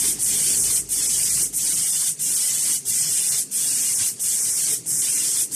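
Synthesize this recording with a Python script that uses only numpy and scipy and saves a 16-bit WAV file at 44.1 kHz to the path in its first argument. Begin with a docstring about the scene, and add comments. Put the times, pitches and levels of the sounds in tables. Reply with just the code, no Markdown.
"""Bright, hissing shots of air: automatic spray guns firing together, with a short pause every two thirds
of a second, heard from inside a paint booth. Each shot opens with a spit into the air jet; the paint
follows with a lower, flickering rasp and a hollow rush near the end. Air keeps bleeding in the pauses and
the extractor rumbles behind, with a few dull bumps and a knock. At first a low roar swells with each shot
over a deep hum; both are gone after nearly two seconds."""
import sys
import numpy as np
from scipy import signal
from scipy.fft import rfft, irfft
from scipy.io import wavfile

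SR = 44100
rng = np.random.default_rng(int(sys.argv[2]) if len(sys.argv) > 2 else 0)


def int16_out(signal):
    """Quantize to a 16-bit WAV file."""
    q = np.round(np.clip(np.atleast_2d(signal).T, -1, 1) * 32767)
    wavfile.write(sys.argv[1], SR, q.astype(np.int16))


N = 244755
TIME = np.arange(N) / SR

# shots of the guns: (valve opens [s], valve shuts [s], strength [dB])
SHOTS = [(-.3, 0.117, -20), (0.186, 0.789, -20), (0.887, 1.453, -20.5), (1.527, 2.103, -21.5),
         (2.188, 2.764, -21), (2.848, 3.411, -21), (3.51, 4.099, -21.5), (4.19, 4.754, -21.5),
         (4.856, 5.433, -21.5), (5.511, 5.897, -22)]


def from_db(db):
    """Decibels to gain."""
    return 10 ** (np.asarray(db) / 20)


def held(until_s, release_s):
    """Full level, then a straight fall to nothing."""
    return np.clip(1 - (TIME - until_s) / release_s, 0, 1)


def struck(start_s, rise_s, decay_s):
    """A quick rise, then an exponential fall."""
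    age = np.maximum(TIME - start_s, 0)
    return np.minimum(age / rise_s, 1) * np.exp(-np.minimum(age / decay_s, 20))


def drift(rate, size=8192):
    """A smooth random curve with spread 1 that changes about `rate` times a second."""
    hz = np.fft.rfftfreq(size, N / SR / size)
    slow = irfft(rfft(rng.standard_normal(size)) / (1 + (hz / rate) ** 2), size)
    return np.interp(np.linspace(0, size - 1, N), np.arange(size), slow / slow.std())


def turbulence(spectrum, flicker_db, flicker_hz, per_octave=2):
    """Coloured noise of rms 1 whose bands flicker on their own, sagging more than they swell."""
    hz = np.maximum(np.fft.rfftfreq(N, 1 / SR), 1)
    points_hz, points_db = np.transpose(spectrum)
    colour = from_db(np.interp(np.log(hz), np.log(points_hz), points_db))
    bins = rfft(rng.standard_normal(N)) * colour
    band = np.floor(per_octave * np.log2(np.clip(hz, points_hz[0], points_hz[-1])))
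    noise = 0
    for k in np.unique(band):
        sag_db = flicker_db * np.logaddexp(0, 2 * drift(flicker_hz))
        noise = noise + irfft(bins * (band == k), N) * from_db(-sag_db)
    return noise / noise.std()


def resonant_noise(hz, width_hz):
    """Noise ringing in one resonance, rms 1."""
    broad = signal.lfilter(*signal.iirpeak(hz, 1, fs=SR), rng.standard_normal(N))
    ring = signal.lfilter(*signal.iirpeak(hz, hz / width_hz, fs=SR), broad)
    return ring / ring.std()


def valve(snap_share, snap_s, build_s, lead_s, fall_s):
    """Flow through a valve: part comes with the snap, the rest as pressure builds; it tapers at the end."""
    flow = 0
    for start, stop, db in SHOTS:
        snap = np.clip((TIME - start) / snap_s, 0, 1)
        build = np.clip((TIME - start) / build_s, 0, 1)
        rise = snap_share * snap + (1 - snap_share) * build
        flow = flow + from_db(db) * rise * held(stop - lead_s, fall_s)
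    return flow


def booth(level, t60_s, direct_share):
    """Level of a hiss at the microphone: part comes straight, the rest lingers between the walls."""
    retained = from_db(-120 / (t60_s * SR))   # power falls 60 dB in t60_s
    power = level ** 2 + 1e-18
    stored, _ = signal.lfilter([1 - retained], [1, -retained], power, zi=[power[0]])
    return np.sqrt(direct_share * power + (1 - direct_share) * stored)


def extractor():
    """Air rumbles and rings in the ducts; it sounds boxier as the microphone turns to the side wall."""
    # rumble of the moving air: (frequency [Hz], relative density [dB])
    rumble_spectrum = [(15, -56), (30, -44), (45, -36), (60, -16), (85, -6), (110, -2.5), (150, 0.5),
                       (200, -4.5), (300, -3), (430, -19), (560, -22), (3000, -65)]
    # duct resonances: (frequency [Hz], width [Hz], level against the rumble [dB])
    duct_modes = [(150.7, 17, -8.5), (195, 10, -12), (258, 24, -14.5), (403.6, 28, -9.5), (474, 33, -15.5),
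                  (643, 36, -23)]
    ducts = sum(from_db(db) * resonant_noise(hz, width) for hz, width, db in duct_modes)
    level = from_db(-49 + 1.1 * drift(8))
    turn_start_s, turn_length_s = 4.44, 0.63
    turned = np.clip((TIME - turn_start_s) / turn_length_s, 0, 1)
    wall = from_db(-53.5) * turned * resonant_noise(290, width_hz=120)
    return level * (turbulence(rumble_spectrum, flicker_db=4, flicker_hz=5.1) + ducts) + wall


def hum():
    """One deep tone wavers and throbs, with low noise around it; it holds, then stops."""
    # noise around the tone: (frequency [Hz], relative density [dB])
    noise_spectrum = [(20, -29), (35, -16), (50, 3), (65, -1), (95, 15), (140, -4), (300, -11)]
    pitch_hz = 46.3 + 0.5 * drift(3.1)
    tone = np.sqrt(2) * np.sin(2 * np.pi * np.cumsum(pitch_hz) / SR)
    throb = from_db(2 * drift(7))
    noise = from_db(-10.5) * turbulence(noise_spectrum, flicker_db=5, flicker_hz=5.2)
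    return from_db(-52.5) * held(until_s=1.74, release_s=0.12) * (tone * throb + noise)


def low_roar():
    """A low roar swells slowly behind each of the first shots, weaker every time."""
    # the roar: (frequency [Hz], relative density [dB])
    roar_spectrum = [(30, -30), (60, -25), (85, -1), (150, -0.5), (220, -4), (330, -3.5), (430, -4.5),
                     (560, -16.5), (1200, -26), (3000, -48)]
    lag_s, fade_db_per_s = 0.063, 6
    flow = valve(snap_share=0.092, snap_s=0.02, build_s=0.12, lead_s=0.081, fall_s=0.19)
    late_flow = np.interp(TIME - lag_s, TIME, flow)
    level = late_flow * from_db(-19.5 - fade_db_per_s * TIME) * held(until_s=1.81, release_s=0.1)
    return level * turbulence(roar_spectrum, flicker_db=4.5, flicker_hz=15)


def bumps():
    """Dull bumps on the paint line, each a soft swell in one broad, low resonance."""
    # bumps: (time [s], ring [Hz], width [Hz], level [dB], half length [s])
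    swells = [(0.316, 217, 50, -38, 0.02), (1.383, 138, 70, -43.5, 0.048), (1.42, 290, 110, -48, 0.025),
              (4.018, 124, 50, -41.5, 0.017), (4.705, 390, 200, -43, 0.012)]
    return sum(from_db(db) * np.exp(-((TIME - at) / half_s) ** 2 / 2) * resonant_noise(hz, width)
               for at, hz, width, db, half_s in swells)


def knock():
    """A soft blow sets something hollow ringing briefly."""
    # modes of the hollow body: (frequency [Hz], relative level [dB], time to fall 60 dB [s])
    modes = [(437, 1.5, 0.11), (388, -11, .09), (654, -12, 0.11)]
    start_s = 4.716
    ring = 0
    for hz, db, t60 in modes:
        level = from_db(-31 + db) * struck(start_s, rise_s=0.016, decay_s=t60 / np.log(1000))
        ring = ring + level * np.sin(2 * np.pi * hz * (TIME - start_s))
    return ring


def bleed():
    """Air escapes all the time in a thin hiss, stronger at first and heard while the guns are shut."""
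    # escaping air: (frequency [Hz], relative density [dB])
    hiss_spectrum = [(600, -35), (1400, -33), (2100, -28), (2800, -28.5), (4000, -29), (4600, -23.5),
                     (5700, -18), (7800, -16.5), (8500, -14.5), (9200, -16), (11000, -24), (11700, -31.5),
                     (14000, -35)]
    level = from_db(-41.3 + 9.5 * held(until_s=0, release_s=0.68))
    return level * turbulence(hiss_spectrum, flicker_db=2.5, flicker_hz=25, per_octave=4)


def valve_spits():
    """Each valve opens with a spit that clears the nozzle, and dribbles raggedly just after it shuts."""
    # spit at the nozzle: (frequency [Hz], relative density [dB])
    spit_spectrum = [(400, -16), (800, 1), (1500, -12), (2300, -23), (3000, -4), (4200, 1), (5200, 7),
                     (7000, 3)]
    level = 0
    for start, stop, db in SHOTS:
        lag_s = 0.022 * (1 + rng.random())
        opening = from_db(-13.5) * struck(start, rise_s=0.0016, decay_s=0.015)
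        dribble = from_db(-28) * struck(stop + lag_s, rise_s=0.002, decay_s=0.018)
        level = level + from_db(db) * (opening + dribble)
    return level * turbulence(spit_spectrum, flicker_db=16, flicker_hz=17, per_octave=4)


def hollow_rushes():
    """Late in a shot the spray gives a short, hollow rush, as if it swept over a passing bottle."""
    # rushes: (time [s], level [dB])
    rushes = [(0.048, -33), (0.700, -34), (1.385, -36.5), (2.024, -34.5), (2.688, -34.5), (3.345, -35.5),
              (4.02, -33), (4.689, -36.5), (5.365, -39)]
    # their colour: (frequency [Hz], relative density [dB])
    rush_spectrum = [(300, -19), (650, -11.5), (1200, -7), (1600, -4), (2100, 2), (3500, -5), (5500, 10.5),
                     (8000, -33)]
    half_length_s = 0.015
    level = sum(from_db(db) * np.exp(-((TIME - at) / half_length_s) ** 2 / 2) for at, db in rushes)
    hollow = from_db(-16.5) * resonant_noise(1078, width_hz=150)
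    return level * (turbulence(rush_spectrum, flicker_db=6, flicker_hz=11, per_octave=4) + hollow)


def swirling_bands():
    """Narrow bands of noise in the rasp wander in pitch and come and go in short, uneven spells."""
    # swirling bands: (centre [Hz], full level against the rasp [dB])
    bands = [(1580, -26.5), (2040, -18.5), (2400, -19.5), (2890, -13.5), (3230, -14.5), (3500, -12.5),
             (4170, -15.5), (4600, -10.5), (5130, -8)]
    width_hz, wander_share = 30, 0.018
    swirl = 0
    for hz, db in bands:
        phase = 2 * np.pi * np.cumsum(hz * (1 + wander_share * drift(3))) / SR
        band = drift(width_hz) * np.cos(phase) + drift(width_hz) * np.sin(phase)
        spells = np.clip(0.5 + drift(10), 0, 1)
        swirl = swirl + from_db(db) * spells * band
    return swirl


def thin_blips(count=1200, length_s=0.036, spread_db=1):
    """Brief, thin tones flicker at random pitches within the rasp; rms 1."""
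    # strength of a blip by its pitch: (frequency [Hz], relative level [dB])
    blip_levels = [(1450, -10), (2050, -5.5), (2500, 0), (3400, 1), (4000, 1.5), (5000, 8)]
    points_hz, points_db = np.transpose(blip_levels)
    age = np.arange(int(length_s * SR)) / SR
    window = np.sin(np.pi * age / length_s) ** 2
    blips = np.zeros(N + SR)
    for when, pitch, weakness in rng.random((count, 3)):
        hz = points_hz[0] * (points_hz[-1] / points_hz[0]) ** pitch
        db = np.interp(hz, points_hz, points_db) - spread_db * weakness
        first = int(when * N)
        blips[first:first + len(age)] += from_db(db) * window * np.sin(2 * np.pi * hz * age)
    return blips[:N] / blips[:N].std()


def paint_rasp():
    """The paint needle lifts slowly and seats early; the rasp's upper middle flickers and dips briefly."""
    # rasp of the paint: (frequency [Hz], relative density [dB])
    rasp_spectrum = [(250, -39), (600, -14), (1200, -15), (1900, -11), (2400, -10.5), (3000, -60),
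                     (4200, -64), (4900, -4), (5400, 3.5), (6200, 4), (7500, 0), (10000, -74), (14000, -47)]
    # flickering band in its upper middle: (frequency [Hz], relative density [dB])
    band_spectrum = [(1900, -54), (2600, -3), (3400, 0), (4000, 0), (4800, 9), (5600, -41)]
    flow = from_db(-11.5) * valve(snap_share=0.31, snap_s=0.007, build_s=0.13, lead_s=0.015, fall_s=0.039)
    level = booth(flow, t60_s=0.088, direct_share=0.44)
    surge = from_db(0.37 * drift(22))
    rasp = turbulence(rasp_spectrum, flicker_db=4.5, flicker_hz=20, per_octave=4)
    dips = from_db(-18 * np.clip(1.2 * drift(11) - 1.2, 0, 1))   # now and then, by up to 18 dB
    flickering_band = from_db(-11) * turbulence(band_spectrum, flicker_db=9, flicker_hz=13, per_octave=5)
    upper_middle = flickering_band + swirling_bands() + from_db(-9) * thin_blips()
    return level * surge * (rasp + dips * upper_middle)


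def bare_jets():
    """Just before the paint arrives and again as it stops, the bare jet sizzles more brightly."""
    # air without paint: (frequency [Hz], relative density [dB])
    sizzle_spectrum = [(6000, -29), (9000, 9), (10200, 7), (11500, 2.5), (14000, 1.5)]
    moments_s = [at for start, stop, _ in SHOTS for at in (start + 0.043, stop - 0.018)]
    level = from_db(-24.5) * sum(np.exp(-((TIME - at) / 0.023) ** 2) for at in moments_s)
    return level * turbulence(sizzle_spectrum, flicker_db=2.5, flicker_hz=32)


def air_jets():
    """The valves snap open; eddies make the whole jet flutter quickly, and the air cap whistles faintly."""
    # the jet of air: (frequency [Hz], relative density [dB])
    jet_spectrum = [(500, -29.5), (1200, -60), (2100, -70), (3100, -65), (4000, -68), (5200, -11.5),
                    (6200, -4), (6900, -3.5), (8000, 2.5), (8550, 4.5), (9300, 1), (10000, 0),
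                    (11100, -4.5), (11500, -9.5), (14000, -10.5)]
    flow = valve(snap_share=0.45, snap_s=0.005, build_s=0.052, lead_s=0.015, fall_s=0.049)
    level = booth(flow, t60_s=0.13, direct_share=0.083)
    flutter = from_db(0.13 * drift(140) + 0.053 * drift(14))
    whistle = from_db(-21.5) * resonant_noise(8260, width_hz=130)
    return level * flutter * (turbulence(jet_spectrum, flicker_db=1.03, flicker_hz=14) + whistle)


def scene():
    """The guns in front and the booth behind, at one microphone: both channels are the same."""
    guns = valve_spits() + air_jets() + bare_jets() + paint_rasp() + hollow_rushes() + bleed()
    mono = guns + extractor() + low_roar() + hum() + bumps() + knock()
    return np.array([mono, mono])


def record(dry):
    """The top of the treble is cut steeply."""
    cutoff_hz = 14030
    return signal.sosfilt(signal.ellip(12, 0.1, 90, cutoff_hz, fs=SR, output="sos"), dry)


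dry = scene()
out = record(dry)
int16_out(out)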